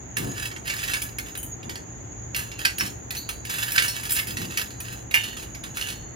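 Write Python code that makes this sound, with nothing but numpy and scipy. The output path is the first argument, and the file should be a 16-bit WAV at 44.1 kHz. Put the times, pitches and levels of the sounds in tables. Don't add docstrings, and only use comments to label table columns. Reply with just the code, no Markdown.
import sys
import numpy as np
from scipy import signal
from scipy.fft import rfft, irfft, next_fast_len
from scipy.io import wavfile
from scipy.ndimage import uniform_filter1d

SR = 44100
rng = np.random.default_rng(int(sys.argv[2]) if len(sys.argv) > 2 else 0)


def generate_wav(sig):
    pcm = np.round(np.clip(np.atleast_2d(sig).T, -1, 1) * 32767).astype(np.int16)
    wavfile.write(sys.argv[1], SR, pcm)


N = 271215
TIME = np.arange(N) / SR

# (frequency [Hz], gain [dB])
HEAP_COLOUR = [(150, -17), (400, -6.5), (700, -2), (1150, 0), (1650, 6), (2300, 7), (2900, 3), (3600, -1),
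               (5500, 0), (7500, -1.5), (8500, 2.5), (10500, 2.5), (13500, 4.5), (15700, -4.5)]


def amp(db):
    return 10 ** (np.asarray(db) / 20)


def unit(x):
    return x / np.sqrt(np.mean(x ** 2) + 1e-20)


def curve(points, hz):
    f, value = np.transpose(points)
    return np.interp(np.log(hz + 1), np.log(f + 1), value)


def shaped(x, gain):
    size = next_fast_len(x.shape[-1] + 2048)
    return irfft(rfft(x, size) * gain(np.fft.rfftfreq(size, 1 / SR)), size)[..., :x.shape[-1]]


def treble_share(f, split_hz=7500):
    return 1 / (1 + (split_hz / (f + 1)) ** 6)


def noise(spectrum):
    return unit(shaped(rng.standard_normal(N), lambda f: amp(curve(spectrum, f))))


def wander(rate_hz, size=N):
    return unit(shaped(rng.standard_normal(size), lambda f: np.exp(-(f / rate_hz) ** 2)))


def wavering_tone(hz, drift_hz, rate_hz):
    return np.sin(2 * np.pi * np.cumsum(hz + drift_hz * wander(rate_hz)) / SR)


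def strokes(rows, attack_s, release_s):
    level = np.zeros(N)
    for start_s, length_s, db in rows:
        age = TIME - start_s
        release = np.exp(-np.maximum(age - length_s, 0) / release_s)
        level += amp(db) * np.clip(age / attack_s, 0, 1) * release
    return level


def add(mix, start_s, sound):
    part = mix[max(round(start_s * SR), 0):][:len(sound)]
    part += sound[:len(part)]


def air(rumble_db=-41.5, hum_hz=118, hum_db=-50):
    # (frequency [Hz], relative density [dB])
    rumble_spectrum = [(15, -50), (25, -51), (48, -2.5), (81, -7), (117, -2), (140, -9.5), (230, -13),
                       (295, -13), (323, -13), (556, -23.5), (781, -22.5), (1120, -30.5), (1850, -28),
                       (2370, -34), (5600, -50.5), (7280, -88), (12300, -120)]
    # (frequency [Hz], side minus mid [dB])
    width = [(60, -20.5), (110, -13.5), (200, -7.5), (380, -0.5), (700, 4.5), (1290, 1), (2380, 0),
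             (4400, 2), (8120, 13), (15000, -6)]
    # (frequency [Hz], left minus right [dB])
    balance = [(60, -3.5), (110, 1.5), (200, -1), (380, 3.5), (700, 2), (1290, 5.5), (2380, -2),
               (4400, -1.5), (8120, -6), (15000, -3)]
    # (start [s], length [s], level [dB])
    swells = [(0.16, .13, -32), (1.62, .07, -39), (2.77, .07, -36), (4.22, .14, -43), (4.36, .07, -34.5)]
    # (frequency [Hz], relative density [dB])
    swell_spectrum = [(40, -46), (90, 0.5), (200, -5), (330, -7.5), (550, -22), (1200, -29), (4000, -80)]
    swell = strokes(swells, attack_s=.06, release_s=.06)
    mid, side = (amp(rumble_db) * noise(rumble_spectrum) + swell * noise(swell_spectrum)
                 for _ in range(2))
    side = shaped(side, lambda f: amp(curve(width, f)))
    hum = wavering_tone(hum_hz, drift_hz=4, rate_hz=11.4) * (1 + 1.1 * wander(3.2))
    mid += amp(hum_db) * unit(hum)
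    return np.array([shaped(mid + sign * side, lambda f: amp(sign * curve(balance, f) / 2))
                     for sign in (1, -1)])


def insects(chorus_db=-45, near_db=-53, near_hz=6701, throb_db=-0.75, shared=0.17):
    # (frequency [Hz], relative density [dB])
    spectrum = [(4800, -46), (5700, -35), (6050, -18), (6400, -11), (6700, 0.5), (7000, -11.5), (7500, -20),
                (8000, -46), (8800, -57)]
    common = noise(spectrum)
    chorus = np.array([unit(noise(spectrum) + shared * common) for _ in range(2)])
    chorus *= amp(throb_db * wander(17))
    near = wavering_tone(near_hz, drift_hz=16, rate_hz=33.6) * amp(9 * wander(15))
    pan = amp([[-1.1], [1.1]])
    return (amp(chorus_db) * chorus + amp(near_db) * unit(near)) * pan


def hiss(level_db=-70):
    # (frequency [Hz], relative density [dB])
    spectrum = [(5000, -22), (8500, -10), (11000, -3), (12500, 0), (13400, 5), (14200, -3), (15700, 2)]
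    return amp(level_db) * noise(spectrum)


def ring(modes, t, spread_db):
    hz, db, t60_s = np.transpose(modes)[:, :, None]
    height = amp(db + spread_db * rng.standard_normal(hz.shape))
    waves = np.exp(-np.log(1000) * t / t60_s) * np.sin(2 * np.pi * (hz * t + rng.random(hz.shape)))
    return (height * waves).sum(0) / np.sqrt(np.sum(amp(db) ** 2) / 2)


def pull_envelope(rows, attack_s=.025, release_s=.028, settle_db=-26, settle_s=.2):
    return strokes(rows, attack_s, release_s) + amp(settle_db) * strokes(rows, attack_s, settle_s)


def scrapes(gain_db=-0.7, slip_db=1.0, slip_hz=60, snags_per_s=120, snag_s=.0025, t60_s=.045):
    # (start [s], length [s], level [dB], treble re level [dB])
    pulls = [(0.16, .07, -36, -4), (0.26, .06, -43, -8), (0.34, .12, -34.5, -10), (0.64, .18, -38, -8),
             (0.82, .16, -33.5, -8), (1.01, .06, -45, -7), (1.24, .05, -47, -6), (2.34, .1, -37, -7),
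             (2.58, .04, -36, -9), (2.77, .08, -37, -5), (3.13, .04, -39, -6), (3.44, .04, -41, -10),
             (3.49, .2, -29.5, -5.5), (3.73, .17, -29, -5.5), (3.92, .17, -37, -10), (4.09, .05, -36, 7),
             (4.15, .05, -34, -9), (4.26, .06, -36.5, -4), (4.36, .08, -36, -9), (4.49, .07, -37, -12),
             (4.57, .05, -34, -7), (4.83, .11, -40, -9), (5.19, .11, -37, -10), (5.36, .07, -43, -8),
             (5.63, .04, -42, -13), (5.74, .17, -36, -7)]
    impulses = rng.uniform(0, 1, N) ** 2 * (rng.random(N) < snags_per_s / SR)
    snags = signal.lfilter([1], [1, -np.exp(-1 / (snag_s * SR))], impulses)
    friction = unit(rng.standard_normal(N) * (unit(amp(slip_db * wander(slip_hz))) + unit(snags)))
    touch = amp(7.7 * np.array([wander(3.3) for _ in range(6)]))
    touch /= np.linalg.norm(touch, axis=0)
    t = np.arange(SR // 6) / SR
    jangle = np.zeros(N)
    for share in touch:
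        modes = [(hz, 0, t60_s) for hz in rng.uniform(1528, 16000, size=70)]
        pipe = ring(modes, t, spread_db=-0.5)
        jangle += share * unit(signal.fftconvolve(friction, pipe)[:N])
    grit = friction + jangle
    body = unit(shaped(grit, lambda f: amp(curve(HEAP_COLOUR, f)) * (1 - treble_share(f))))
    fizz = unit(shaped(grit, lambda f: amp(curve(HEAP_COLOUR, f)) * treble_share(f)))
    body *= pull_envelope([(s, length_s, db) for s, length_s, db, _ in pulls])
    fizz *= pull_envelope([(s, length_s, db + treble_db) for s, length_s, db, treble_db in pulls])
    return amp(gain_db) * (body + fizz)


def contact_colour(ripple_db=3.5, spacing_hz=220, step_hz=20):
    grid = np.arange(0, SR / 2, step_hz)
    ripple = unit(uniform_filter1d(rng.standard_normal(len(grid)), round(spacing_hz / step_hz)))
    gain = unit(amp(ripple_db * ripple))
    return lambda f: amp(curve(HEAP_COLOUR, f)) * np.interp(f, grid, gain)


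def knock(db, treble_db, rise_s=.0009, chatter_s=.008, jangle_db=-8.5, t60_s=.18, hard_db=-18):
    t = np.arange(SR // 2) / SR
    contacts = rng.standard_normal(len(t)) * unit(amp(1.5 * wander(500, size=len(t))))
    phase, pick = rng.random((2, len(t) // 2 + 1))
    modes = unit(irfft(np.exp(2j * np.pi * phase) * (pick < .024), len(t)))

    def blow(age):
        return contacts * np.exp(-age / chatter_s) + amp(jangle_db) * modes * amp(-60 * age / t60_s)

    colour = contact_colour()
    clunk_db = -2 - .65 * max(db - hard_db, 0)
    low_shelf = [(900, clunk_db), (1900, 0)]
    body = shaped(blow(t), lambda f: colour(f) * amp(curve(low_shelf, f)) * (1 - treble_share(f)))
    tick = shaped(blow(t / .85), lambda f: colour(f) * treble_share(f))
    return amp(db) * (body + amp(treble_db + 1) * tick) * (1 - np.exp(-t / rise_s))


def clink(piece, db, pitch, rise_s=.0006, buzz_depth=0.5, buzz_hz=350, settle_s=0.18):
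    modes = { "long": [(2722, -13, .5), (2868, 0, .42), (2900, -12, .2), (2984, -8, .55), (3138, -19, .6),
             (3607, -15, .45), (4320, -15, .65), (5658, -21, .4)], "heavy": [(900, -12, .12),
             (1766, -7, .27), (2037, -5, .13), (2169, -2, .15), (2260, -6, .12), (2414, -5, .15),
             (2722, -9, .14), (2815, -5, .14)], "bent": [(1150, -11, .15), (1587, 0, .22), (2037, -2, .2),
             (2190, -1, .15), (2414, -3, .18), (2722, -6, .17), (3000, -6, .16)], "thin": [(3050, -12, .2),
             (8823, -12, .16), (9388, 0, .11), (9620, -1, .11), (9950, -7, .1), (11880, -5, .11),
             (13350, -8, .1), (14410, -4, .12)], "straight": [(3978, -10, .6), (4130, 0, .13),
             (4328, -8, .3), (4603, -12, .55), (6255, -4, .18), (10640, -8, .15), (14160, -8, .12)],
             "short": [(4325, -9, .3), (5428, 0, .15), (5508, -2, .18), (8170, -7, .13)],
             "stub": [(5254, -7, .08), (7467, -3, .13), (8100, -6, .1), (9399, -7, .11), (9959, -9, .14),
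             (10640, -5, .1), (12400, -4, .08), (13454, 0, .11)]}
    t = np.arange(SR * 3 // 4) / SR
    rattle = 1 + buzz_depth * wander(buzz_hz, size=len(t)) * np.exp(-t / settle_s)
    return amp(db) * ring(modes[piece], t * pitch, spread_db=3) * rattle * (1 - np.exp(-t / rise_s))


def collisions(knock_gain_db=-2):
    # ring level [dB], pitch [ratio])
    hits = [ (0.168, -14.5, -7, "long", -41, .97), (0.5135, -27.5, -15, None), (0.5619, -27, -20, None),
            (0.676, -17.5, -11, "heavy", -32, 1), (0.6984, -15, -20, "heavy", -28, 1),
            (0.7628, -26, -6, "short", -43, .99), (0.7888, -21, -15, None), (0.837, -23, -8, None),
            (0.935, -13.5, -10, "bent", -30, 1), (1.018, -22, 3, "stub", -34, .99),
            (1.1844, -18.5, -9, None), (1.284, -34, -8, None), (1.3512, -25.5, -9, None),
            (1.3737, -38, 12, "thin", -30.5, 1), (1.429, -39, 13, "thin", -34.5, 1),
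            (1.629, -32, -16, None), (1.694, -21.5, -12, None), (1.7548, -25, -14, None),
            (2.346, -18.5, -14, "long", -36, .96), (2.3617, -20, 0, "stub", -33, 1.07),
            (2.3906, -22, -1, None), (2.5153, -26, -16, "long", -45, .96), (2.5897, -22.5, -10, None),
            (2.6497, -6, -16, "bent", -25, 1), (2.782, -22, 2, None), (2.797, -30, -6, "short", -28, 1),
            (2.807, -15, -22, "bent", -27, 1), (2.8615, -25, -3, "short", -39, 1),
            (3.1058, -19.5, -6.5, "straight", -39, 1), (3.1492, -26, -7, None),
            (3.168, -31, -5, "straight", -29.5, 1), (3.2894, -17, -6.5, "straight", -39, 1),
            (3.4505, -25, -7, None), (3.4974, -18, -7, None), (3.7183, -22, 1, "stub", -25, 1.06),
            (3.7782, -3.5, -36, "heavy", -35, 1.04), (3.8208, -15, -4, "long", -37, 1),
            (3.881, -23, 2, "short", -25, 1), (4.0336, -25, -4, None), (4.0527, -22, -4, None),
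            (4.1054, -23.5, 5, "stub", -25, 1), (4.1184, -24, 5, "stub", -23, 1),
            (4.165, -17, -5, "heavy", -29, 1), (4.188, -16, -20, None), (4.27, -24, -1, None),
            (4.369, -19, -12, None), (4.5729, -14, -7, "bent", -33, 1.08),
            (4.704, -33, -19, "straight", -46, 1.02), (4.8023, -27.5, 2, None), (4.9243, -32, -1, None),
            (5.1104, -23.5, -11, None), (5.1395, -13.5, -7, "heavy", -15.5, 1),
            (5.1425, -22, 0, "thin", -28, 1.01), (5.1466, -14, -14, "bent", -25, 1),
            (5.1576, -17, -15, "long", -27, 1), (5.2359, -20, -9, "long", -32.5, 1),
            (5.369, -25, -12, None), (5.4257, -29, -11, "long", -49, 1), (5.5473, -27.5, -13, None),
            (5.6367, -24, -11, None), (5.77, -20, -7, "heavy", -34, 1),
            (5.8097, -19.5, -14, "long", -31.5, 1), (5.886, -20.5, -11, "long", -35, 1)]
    mix = np.zeros(N)
    for time_s, db, treble_db, piece, *ringing in hits:
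        add(mix, time_s, amp(knock_gain_db) * knock(db, treble_db))
        if piece:
            add(mix, time_s, clink(piece, *ringing))
    return mix


def yard_echo(x, t60_s=0.21, wet_db=-9, taps_per_s=2000, gap_s=.004):
    t = np.arange(SR // 2) / SR
    taps = rng.standard_normal(len(t)) * (rng.random(len(t)) < taps_per_s / SR)
    taps *= (t > gap_s) * amp(-60 * t / t60_s)
    echo = signal.fftconvolve(x, taps / np.linalg.norm(taps))[:N]
    return amp(wet_db) * shaped(echo, lambda f: amp(curve([(1000, 0.5), (5000, 0), (14000, 6)], f)))


def from_right(x):
    # (frequency [Hz], phase lag [rad])
    lag = [(0, 0), (300, .9), (690, 2.9), (1720, 2.2), (2500, 4.8), (2930, 5.5), (4130, 5.4), (5250, 7.6),
           (6720, 7.5), (8400, 9.42), (9730, 12.1), (10900, 13), (11900, 15.3), (12900, 16), (14300, 18.9),
           (16000, 19.4)]
    # (frequency [Hz], left minus right [dB])
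    balance = [(300, -2.5), (1100, -6), (1800, -4), (2500, -3.5), (3300, -8), (4200, -1.5), (7000, -0.5),
               (8100, -7.5), (9000, 0.5)]
    # (frequency [Hz], coherence [0-1])
    coherence = [(300, 0.1), (4000, 0.25), (7500, 0.4), (9000, 0.75)]
    echo = yard_echo(x)
    common_echo = shaped(echo, lambda f: curve(coherence, f))
    left_echo = shaped(yard_echo(x), lambda f: np.sqrt(1 - curve(coherence, f) ** 2))
    left = shaped(x + common_echo + left_echo,
                  lambda f: amp(curve(balance, f) / 2) * np.exp(-1j * np.interp(f, *np.transpose(lag))))
    right = shaped(x + echo, lambda f: amp(-curve(balance, f) / 2))
    return np.array([left, right])


def scene():
    return from_right(collisions() + scrapes() + hiss()) + air() + insects()


def record(dry, cutoff_hz=15850):
    lowpass = signal.firwin(401, cutoff_hz, window=("kaiser", 8), fs=SR)
    return signal.oaconvolve(dry, lowpass[None], "same", axes=1)


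dry = scene()
out = record(dry)
generate_wav(out)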